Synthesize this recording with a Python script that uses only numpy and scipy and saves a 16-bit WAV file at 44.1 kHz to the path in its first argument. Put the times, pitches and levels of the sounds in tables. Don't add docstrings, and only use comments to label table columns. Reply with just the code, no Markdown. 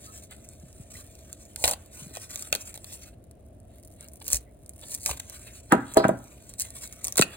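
import sys
import numpy as np
from scipy import signal
from scipy.fft import rfft, irfft, next_fast_len
from scipy.io import wavfile
from scipy.ndimage import uniform_filter1d, map_coordinates

SR = 44100
rng = np.random.default_rng(int(sys.argv[2]) if len(sys.argv) > 2 else 0)


def transcribe(signal):
    frames = np.atleast_2d(signal).T
    limited = np.clip(frames, -1, 1)
    pcm = np.round(limited * 32767).astype(np.int16)
    wavfile.write(sys.argv[1], SR, pcm)


N = 324794
TIME = np.arange(N) / SR
AGE = np.arange(SR // 2) / SR


# (time [s], strain length [s], run length [s], level [dB], board share [dB])
TAPE_RIPS = [(1.64, .068, .092, -26.5, -1.5), (4.331, .075, 0.039, -26, -20.5),
             (4.941, 0.095, 0.0086, -30.5, -28), (5.067, 0.069, 0.046, -27, -11),
             (6.597, 0.016, 0.024, -27.5, -30.5), (7.038, .01, 0.063, -38.5, -7),
             (7.175, 0.00503, 0.058, -27, -10.5)]
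# (frequency [Hz], level [dB])
TAPE_SPECTRUM = [(500, -27.5), (2000, -17.5), (3400, -18), (4300, -3), (5200, -7.5), (6800, 0), (7800, 1),
                 (10000, 0), (13000, -11), (15500, -9.5)]
# (frequency [Hz], level [dB])
BENDING_SPECTRUM = [(100, -5.5), (300, -7.5), (580, 5), (900, 2.5), (1300, -8), (2000, -14), (3200, -9.5),
                    (4350, -1), (6500, -18), (12000, -31)]
def rips():
    sag_db_per_s, release_db_per_s = -80.5, -1100
    tape, board = np.zeros(N), np.zeros(N)
    for s, strain_s, run_s, db, board_db in TAPE_RIPS:
        t = TIME - s
        strain = amp(np.interp(t, [-strain_s, 0], [-19.5, -6.5])) * (t > -strain_s) * (t < 0)
        run_db = sag_db_per_s * np.maximum(t, 0) + release_db_per_s * np.maximum(t - run_s, 0)
        run = amp(run_db) * (t >= 0)
        tape += amp(db) * (strain + run)
        board += amp(db + board_db) * (amp(-9.5) * strain + run)
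    slips = unit(grains(per_s=4200, spread_db=4.5) * amp(2.4 * wobble(380)))
    rasp = amp(-.5) * coloured(tape * slips, TAPE_SPECTRUM)
    return rasp + amp(-1.5) * coloured(board * slips, BENDING_SPECTRUM)


# (time [s], level [dB], board share [dB])
STRAND_SNAPS = [(0.31, -42, -8), (.489, -38.5, -31), (1.153, -42, -13), (1.191, -44.5, -25),
                (1.329, -30.5, -21), (1.560, -27, -5.5), (1.640, -11, -2), (1.645, -13, -2.5),
                (1.655, -14, -9.5), (1.678, -11, -8.5), (1.6861, -21, -12), (1.6935, -15.5, -19.5),
                (1.712, -16.5, -18), (1.7345, -27, 1), (2.152, -34, -8), (2.161, -35, -5),
                (2.170, -29.5, -7.5), (2.307, -33.5, -14.5), (2.358, -22, -11), (2.375, -32.5, -10),
                (2.394, -29.5, -14), (2.424, -26, -15), (2.527, -11.5, -4), (2.551, -18, -4),
                (2.560, -29.5, -6), (2.742, -34, -7), (2.776, -32.5, -8.5), (2.8439, -32.5, -7),
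                (4.267, -31.5, -11), (4.2804, -17, -21), (4.2874, -26.5, -14), (4.303, -24.5, -11.5),
                (4.317, -23.5, -13), (4.321, -26, -14.5), (4.3258, -20.5, -20.5), (4.331, -9, -23.5),
                (4.345, -17, -15), (4.357, -21.5, -18.5), (4.369, -24.5, -16), (4.918, -28.5, -13),
                (4.943, -22.5, -31), (4.949, -22, -25), (5.061, -11.5, -14.5), (5.112, -24, -2),
                (5.198, -35, -4), (5.298, -31, -12.5), (5.938, -31, -19), (5.944, -29, -22),
                (6.494, -40, -18), (6.538, -38.5, -8), (6.598, -15.5, -30), (6.615, -22.5, -35),
                (6.62, -21, -30), (6.705, -35.5, -24), (6.876, -33.5, -24), (6.926, -32.5, -18),
                (7.044, -19, -27.5), (7.0502, -23.5, -15.5), (7.070, -22.5, -19), (7.082, -23, -13),
                (7.124, -24.5, -16), (7.157, -27, -8.5), (7.171, -16, -15), (7.1779, -13, -12),
                (7.181, -12, -4), (7.193, -14, -5), (7.213, -9.5, -8), (7.222, -14.5, -0.5)]
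# (frequency [Hz], level [dB])
CRACK_SPECTRUM = [(500, -31), (2000, -20.5), (3400, -17.5), (5000, -3.5), (6500, 1.5), (10000, 2.5),
                  (13000, -2), (15500, -4.5)]
BOARD_SPECTRUM = [(100, -2), (300, -6), (600, 3.5), (1000, -3.5), (1500, -2), (2000, -5), (2650, -0.5),
                  (3300, -2), (4250, 3), (6500, -14.5), (12000, -27)]
def snaps():
    crack_t60, rise_s = .0026, .0002
    tape, board = np.zeros(N), np.zeros(N)
    for s, db, board_db in STRAND_SNAPS + fibre_breaks(grip(), tries_per_s=14, size_db=-42):
        ring_hz = 7570 * np.exp(.1 * rng.standard_normal())
        crack = burst(crack_t60, rise_s) + amp(-23) * burst(t60=.016, rise_s=.001)
        strand = damped_sine(ring_hz, crack_t60) * onset(rise_s)
        add(tape, s, amp(db) * (amp(-.5) * crack + amp(-7.5) * strand))
        add(board, s, amp(db + board_db) * burst(t60=.011, rise_s=.00087))
    return amp(12.5) * coloured(tape, CRACK_SPECTRUM) + amp(6.5) * coloured(board, BOARD_SPECTRUM)


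def fibre_breaks(force, tries_per_s, size_db):
    jitter, weakness, looseness, toughness = rng.random((int(tries_per_s * N / SR), 4)).T
    times = (np.arange(len(jitter)) + jitter) / tries_per_s
    pulls = force[(times * SR).astype(int)] / force[force > 0].mean()
    return [(s, size_db + 12 * np.log10(pull) - 12 * weak, -15 - 14 * loose)
            for s, pull, weak, loose, tough in zip(times, pulls, weakness, looseness, toughness)
            if pull > tough]


# (time [s], level [dB])
BLADE_PUSHES = [
    [(3.1, -80), (3.194, -84), (3.356, -81), (3.622, -79), (3.918, -72), (4.094, -71), (4.19, -69.5),
     (4.255, -56)],
    [(4.41, -68.5), (4.46, -77.5), (4.678, -74), (4.742, -68.5), (4.828, -60), (4.88, -54.5), (4.99, -59.5)],
]
# (time [s], level [dB])
BLADE_NICKS = [(3.241, -47), (3.312, -38.5), (3.4645, -50), (3.602, -49.5), (3.758, -43.5), (3.784, -41.5),
               (3.799, -47.5), (3.829, -43.5), (3.835, -42), (3.849, -38.5), (3.853, -41), (3.875, -39.5),
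               (3.881, -43.5), (3.916, -47), (3.924, -46), (3.939, -46), (4.009, -31.5), (4.027, -38),
               (4.044, -38), (4.078, -44), (4.0855, -33.5), (4.135, -36.5), (4.139, -42), (4.158, -39),
               (4.170, -44), (4.202, -41.5), (4.2246, -36.5), (4.244, -33.5), (4.2535, -35), (4.662, -39),
               (4.694, -29.5), (4.736, -42.5), (4.761, -40.5), (4.814, -35)]
# (frequency [Hz], level [dB])
FILM_SPECTRUM = [(500, -25), (2000, -19.5), (3400, -17.5), (5000, -9), (6500, -3.5), (8000, -3),
                 (9600, 4.5), (11500, -1), (14000, -7), (15500, -8)]
def blade():
    ticks = grains(per_s=220, spread_db=4)
    scrape = amp(-7) * rng.standard_normal(N)
    push = sum(envelope(rows) for rows in BLADE_PUSHES)
    slips = amp(7.5) * (ticks + scrape) * push
    nicks = np.zeros(N)
    for s, db in BLADE_NICKS:
        nick = burst(t60=.0017, rise_s=.00008) + amp(-27) * burst(t60=.014, rise_s=.001)
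        add(nicks, s, amp(db) * nick)
    film = coloured(slips + amp(9.5) * nicks, FILM_SPECTRUM)
    return film + amp(-11.5) * coloured(slips, BOARD_SPECTRUM)


# (time [s], level [dB], settled pitch [Hz])
WALL_FLEXES = [(.635, -36.5, 129), (.8, -34.5, 108), (.955, -38.5, 76), (1.643, -17, 637),
               (1.645, -32.5, 71.14), (1.68, -19, 800), (2.02, -36, 135), (2.065, -35.5, 149),
               (2.11, -39, 238), (2.17, -26, 432), (2.528, -11, 1750), (2.552, -28, 379),
               (4.34, -27.5, 57.2), (5.092, -20, 584), (5.113, -28, 405), (5.105, -29, 66.6)]
# (frequency [Hz], level [dB], T60 [s])
FLAP_MODES = [(1890, -17, 0.022), (2575, -15.5, 0.044), (2760, -17, 0.05)]
def mailer():
    out = np.zeros(N)
    for s, db, hz in WALL_FLEXES:
        add(out, s, amp(db) * thump(first_hz=1.794 * hz, last_hz=hz, t60=10.9 / hz))
    pop = thump(first_hz=777, last_hz=98.5, t60=.041)
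    flap = sum(amp(db) * damped_sine(hz, t60) for hz, db, t60 in FLAP_MODES)
    add(out, 7.1945, amp(-5) * pop)
    add(out, 7.222, flap)
    return out


def thump(first_hz, last_hz, t60):
    hz = last_hz + (first_hz - last_hz) * np.exp(-AGE / .0034)
    return np.sin(2 * np.pi * np.cumsum(hz) / SR) * fade(t60) * onset(.00062)


# (time [s], level [dB], centre of the blow [Hz], steel share [dB])
KNIFE_KNOCKS = [(5.7227, -9, 1500, -6), (5.727, -6, 302, -31.5), (5.731, -7, 760, -31.5),
                (5.748, -18, 400, -32.5), (5.971, -4.5, 640, -8), (5.974, -9, 460, -28),
                (5.988, -20, 342, -30), (6.002, -14, 600, -33), (6.043, -15, 1430, -20.5),
                (6.051, -13, 260, -37), (6.052, -13, 760, -28), (6.082, -39, 1503, 14),
                (6.092, -12, 600, -20), (6.113, -21, 300, -30.5)]
# (frequency [Hz], level [dB], T60 [s])
TABLE_MODES = [(124.4, -8, 0.41), (160, -5.5, .07), (197, -5, 0.13), (238, -7, 0.12), (268.7, -13, 0.4),
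               (307, -3, .075), (345.6, 0, 0.067), (415, -4.5, 0.09), (500, -3, 0.04), (570, -3, .04),
               (648, 2, 0.06), (789, 3, 0.052), (972, 1.5, 0.064), (1168, -5.5, .06), (1288, 0, 0.07),
               (1403, 1, 0.065), (1558, 0, 0.045), (1680, -1, 0.04), (1950, -2, .04)]
def knife_down():
    lead_in_s, growth_db_per_s = .025, 1699.5
    until_impact = AGE[:int(lead_in_s * SR)][::-1]
    margin = SR // 100
    wood, steel = np.zeros(N), np.zeros(N)
    for s, db, centre_hz, steel_db in KNIFE_KNOCKS:
        blow = [(centre_hz / 8, -24), (centre_hz / 2, -5), (centre_hz, 0),
                (centre_hz * 1.25, -4), (centre_hz * 3, -21), (centre_hz * 12, -48)]
        ring = sum(amp(mode_db + rng.normal()) * damped_sine(hz, t60)
                   for hz, mode_db, t60 in TABLE_MODES)
        ring = filtered(np.pad(ring, (margin, 0)), lambda hz: amp(along(blow, hz)))
        thud = thump(centre_hz, centre_hz, t60=10 / centre_hz)
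        clatter = burst(t60=.024, rise_s=.0015) + amp(-11.5) * burst(t60=.11, rise_s=.006)
        lead_in = amp(-growth_db_per_s * until_impact) * rng.standard_normal(len(until_impact))
        tick = amp(4) * burst(t60=.0083, rise_s=.0004) + amp(-21.5) * burst(t60=.11)
        add(wood, s - margin / SR, amp(db - 6) * ring)
        add(wood, s, amp(db - 4) * thud)
        add(wood, s, amp(db - 5.5) * coloured(clatter, blow))
        add(wood, s - lead_in_s, amp(db - 12) * coloured(np.pad(lead_in, (0, margin)), blow))
        add(steel, s, amp(db + steel_db) * tick)
    wood = signal.sosfilt(signal.butter(3, 105, "high", fs=SR, output="sos"), wood)
    return wood + coloured(steel, TAPE_SPECTRUM) + amp(-6.5) * coloured(steel, BOARD_SPECTRUM)


def skid():
    contacts = grains(per_s=2200, spread_db=2.5)[:len(AGE)] * fade(t60=.19)
    rattle = resonator(coloured(contacts, BOARD_SPECTRUM), hz=4640, q=4)
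    out = np.zeros(N)
    add(out, 5.972, amp(-26) * rattle)
    return out


# (middle [s], half-height length [s], level [dB], board share [dB])
SHORT_RUBS = [(.045, 0.053, -50.5, -38), (0.159, 0.051, -50, -27), (0.234, 0.019, -48.5, -10),
              (.322, 0.036, -49, 1.5), (0.449, 0.01, -53.5, -31), (0.531, .04, -60, -25),
              (0.786, 0.064, -62.5, -26), (.913, 0.017, -49, -31), (.978, 0.07, -46, -25),
              (1.271, 0.045, -71, -11), (1.416, .04, -61, -16.5), (1.94, 0.03, -47, -24),
              (1.995, 0.073, -46.5, -17), (2.163, 0.033, -47, -1.5), (2.225, 0.045, -43.5, -18.5),
              (2.31, 0.022, -39.5, -14), (2.34, 0.02, -39, -10), (2.404, 0.047, -42, -22),
              (2.471, 0.043, -49, -7.5), (2.541, .006, -36.5, 1.5), (2.614, 0.022, -43, -19.5),
              (2.682, 0.04, -49, -20), (2.758, 0.014, -46, -6), (2.893, 0.043, -49, -18),
              (2.943, 0.038, -41.5, -14), (3.031, 0.022, -49.5, -8), (3.08, 0.0159, -61.5, -5.5),
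              (3.136, .012, -67, 2.5), (3.75, 0.097, -69, -0.5), (4.026, 0.077, -57.5, 1),
              (4.217, 0.0088, -51, 8), (4.834, 0.024, -53, 3), (5.1, .018, -40, 3),
              (5.132, .025, -44, -0.5), (5.174, .014, -40, -11), (5.2, 0.0076, -32.5, -14),
              (5.348, 0.038, -42.5, -35), (5.481, .03, -56, 5.5), (5.588, 0.032, -53, -17),
              (5.912, 0.066, -56, 4), (6.499, 0.0118, -49.5, -21.5), (6.655, 0.024, -45.5, -5),
              (6.773, 0.042, -43, -35), (6.839, 0.04, -39.5, -20), (6.934, 0.02, -54, -20),
              (7.227, 0.011, -34, 5.5), (7.334, 0.051, -48.5, 1)]
# (frequency [Hz], level [dB])
SKIN_SPECTRUM = [(200, -36), (600, -22), (1100, -14.5), (2100, -14.5), (3400, -11), (4300, -7),
                 (5700, -2.5), (7500, 1.5), (10000, -1), (13000, -9.5), (15500, -10)]
def rubbing():
    speed = amp(5) * grip()
    drive = amp(-8.5) * speed
    for s, length, db, board_db in SHORT_RUBS:
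        add(speed, s - length, amp(db) * swell(length))
        add(drive, s - length, amp(db + board_db) * swell(length))
    fibres = unit(grains(per_s=16000, spread_db=-.5) * amp(2.4 * wobble(160)))
    catches = grains(per_s=200, spread_db=4)
    hiss = amp(-2.5) * coloured(speed * (fibres + amp(-8.5) * catches), SKIN_SPECTRUM)
    board = amp(-3) * coloured(drive * fibres, BOARD_SPECTRUM)
    return shifting(hiss + board + hollow(speed * fibres), depth_db=2.6)


# (start [s], end [s], level [dB])
GRIP_SPELLS = [(0, 0.24, -58.5), (.36, 1.9, -63), (1.96, 2.69, -56.5), (2.76, 3.076, -60.5),
               (5.13, 5.57, -56), (5.65, 6.55, -61), (6.62, 7.27, -57)]
def grip():
    held = sum(amp(db) * gate(start, end, ease_s=.056) for start, end, db in GRIP_SPELLS)
    return held * amp(1.5 * wobble(16))


# (frequency [Hz], bandwidth [Hz], level [dB])
MAILER_RESONANCES = [(1480, 250, -29.5), (2310, 1300, -30), (4410, 550, -19.5)]
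def hollow(rub):
    return sum(amp(db) * np.sqrt(SR / (np.pi * width)) * resonator(rub, hz, q=hz / width)
               for hz, width, db in MAILER_RESONANCES)


def shifting(x, depth_db):
    spectra = signal.stft(x, nperseg=256)[2]
    field = uniform_filter1d(rng.standard_normal(spectra.shape), size=5, axis=0)
    field = uniform_filter1d(field, size=16, axis=1)
    return signal.istft(spectra * amp(depth_db * unit(field)), nperseg=256)[1][:N]


# (middle [s], pitch [Hz], level [dB], half-height length [s])
FRICTION_SQUEAKS = [(0.091, 1275, -54.5, 0.041), (0.956, 2005, -45.5, 0.0075), (4.485, 2094, -65.5, 0.042)]
def squeaks():
    out = np.zeros(N)
    for s, hz, db, length in FRICTION_SQUEAKS:
        shape = swell(length)
        pitch = hz * (1 + .051 * wobble(686)[:len(shape)])
        add(out, s - length, amp(db) * shape * np.sin(2 * np.pi * np.cumsum(pitch) / SR))
    return out


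# (frequency [Hz], lead of the left port [cycles])
PORT_PHASE = [(0, 0), (120, -.05), (300, -.08), (600, -.15), (1100, -.19), (1330, -.28), (1520, -.8),
              (2100, -.92), (2700, -1.3), (3100, -1.62), (4000, -1.8), (4700, -1.66), (5600, -1.48),
              (6500, -1.36), (7800, -1.06), (9200, -.95), (10500, -.67), (11900, -.5), (13000, -.28),
              (14000, -.02), (16000, 0)]
def direct_sound(x):
    lead = lambda hz: np.interp(hz, *np.transpose(PORT_PHASE))
    return filtered(x, lambda hz: np.exp(1j * np.pi * lead(hz) * np.array([[1], [-1]])))


# (frequency [Hz], gain [dB])
REFLECTION_GAIN = [(150, -20), (600, -9), (1000, -3), (2000, -2), (3500, -3), (5000, -7), (7500, -11),
                   (15000, -10)]
def early_reflections(x):
    hop = int(.09 * SR)
    padded, copies = np.pad(x, (hop, 2 * hop)), np.zeros((2, N + 3 * hop))
    for start in range(0, N + hop, hop):
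        part = padded[start:start + 2 * hop] * signal.windows.cosine(2 * hop)
        for port in copies:
            echoes = np.zeros(SR // 100)
            delay_s = rng.uniform(.0008, .009, 12)
            echoes[(delay_s * SR).astype(int)] = rng.choice([-1, 1], 12) * np.exp(-delay_s / .0033)
            add(port, start / SR, signal.fftconvolve(part, echoes / np.linalg.norm(echoes)))
    return filtered(copies[:, hop:hop + N], lambda hz: amp(along(REFLECTION_GAIN, hz)))


# (frequency [Hz], T60 [s])
ROOM_T60 = [(120, 0.38), (260, 0.34), (500, 0.31), (1400, 0.44), (2800, 0.33), (5000, 0.14), (14000, 0.072)]
def reverberation(x):
    hz, t, spectra = signal.stft(rng.standard_normal((2, SR // 2)), SR, nperseg=256)
    decay = np.exp(-np.log(1000) * t / along(ROOM_T60, hz)[:, None])
    tail = signal.istft(spectra * decay, SR, nperseg=256)[1]
    tail = diffuse(tail / np.linalg.norm(tail[0]))
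    delayed = np.pad(x, (SR // 200, 0))
    return signal.fftconvolve(delayed[None], tail, axes=1)[:, :N]


# (frequency [Hz], level [dB])
HUM_SPECTRUM = [(12, -50), (25, -19.5), (40, -8.5), (62, 3), (120, -2.5), (160, -11), (205, -7.5),
                (300, -10.5), (480, -16), (650, -9), (850, -30), (1400, -36.5), (3000, -42), (8000, -54),
                (15000, -53)]
def hum():
    pair = np.array([coloured(rng.standard_normal(N), HUM_SPECTRUM) for _ in range(2)])
    return amp(-51) * diffuse(pair)


# (frequency [Hz], correlation [0 to 1])
ROOM_COHERENCE = [(100, 0.94), (300, 0.93), (700, 0.26), (1500, 0.36), (5000, 0.026)]
def diffuse(pair):
    angle = lambda hz: np.arccos(np.clip(along(ROOM_COHERENCE, hz), -1, 1)) / 2
    mid, side = filtered(pair, lambda hz: np.array([np.cos(angle(hz)), np.sin(angle(hz))]))
    return np.array([mid + side, mid - side])


def amp(db):
    return 10 ** (np.asarray(db) / 20)


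def unit(x):
    return x / np.sqrt(np.mean(x ** 2) + 1e-20)


def along(points, hz):
    knots_hz, values = np.transpose(points)
    return np.interp(np.log(hz + 1), np.log(knots_hz + 1), values)


def gate(start, end, ease_s):
    return np.interp(TIME, [start - ease_s, start, end, end + ease_s], [0, 1, 1, 0])


def envelope(rows):
    s, db = np.transpose(rows)
    return amp(np.interp(TIME, s, db)) * gate(s[0], s[-1], ease_s=.02)


def onset(rise_s):
    return 1 - np.exp(-AGE / rise_s)


def fade(t60):
    return np.exp(-np.log(1000) * AGE / t60)


def swell(length):
    return signal.windows.hann(int(2 * length * SR) + 3)


def damped_sine(hz, t60):
    return np.sin(2 * np.pi * hz * AGE) * fade(t60)


def burst(t60, rise_s=.0003):
    shape = fade(t60) * onset(rise_s)
    return unit(rng.standard_normal(len(AGE)) * shape) * np.sqrt(np.mean(shape ** 2))


def grains(per_s, spread_db):
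    happens = rng.random(N) < per_s / SR
    size = amp(spread_db * np.clip(rng.standard_normal(N), -2, 2))
    return unit(happens * size * rng.choice([-1, 1], N))


def wobble(per_s):
    knots = rng.standard_normal(int(N * per_s / SR) + 4)
    return map_coordinates(knots, [TIME * per_s])


def add(track, s, x):
    part = track[max(round(s * SR), 0):][:len(x)]
    part += x[:len(part)]


def resonator(x, hz, q):
    return signal.lfilter(*signal.iirpeak(hz, q, fs=SR), x)


def filtered(x, response):
    n = x.shape[-1]
    size = next_fast_len(n + SR // 4)
    return irfft(rfft(x, size) * response(np.fft.rfftfreq(size, 1 / SR)), size)[..., :n]


def coloured(x, spectrum, size=4096):
    cepstrum = irfft(np.log(amp(along(spectrum, np.fft.rfftfreq(size, 1 / SR)))))
    causal_fold = np.r_[1, np.full(size // 2 - 1, 2), np.zeros(size // 2)]
    pulse = irfft(np.exp(rfft(cepstrum * causal_fold)))
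    return signal.fftconvolve(x, pulse / np.linalg.norm(pulse))[:len(x)]


def scene():
    hands = rubbing() + squeaks() + blade() + shifting(rips(), depth_db=1.5) + snaps() + mailer()
    table = knife_down() + skid()
    direct = direct_sound(hands + table)
    early = early_reflections(hands + amp(-1) * table)
    late = reverberation(amp(-20) * hands + amp(-16) * table)
    return direct + early + late + hum()


def record(dry):
    rounded = dry / (1 + (dry / .85) ** 4) ** .25
    return filtered(rounded, lambda hz: hz < 16000)


dry = scene()
out = record(dry)
transcribe(out)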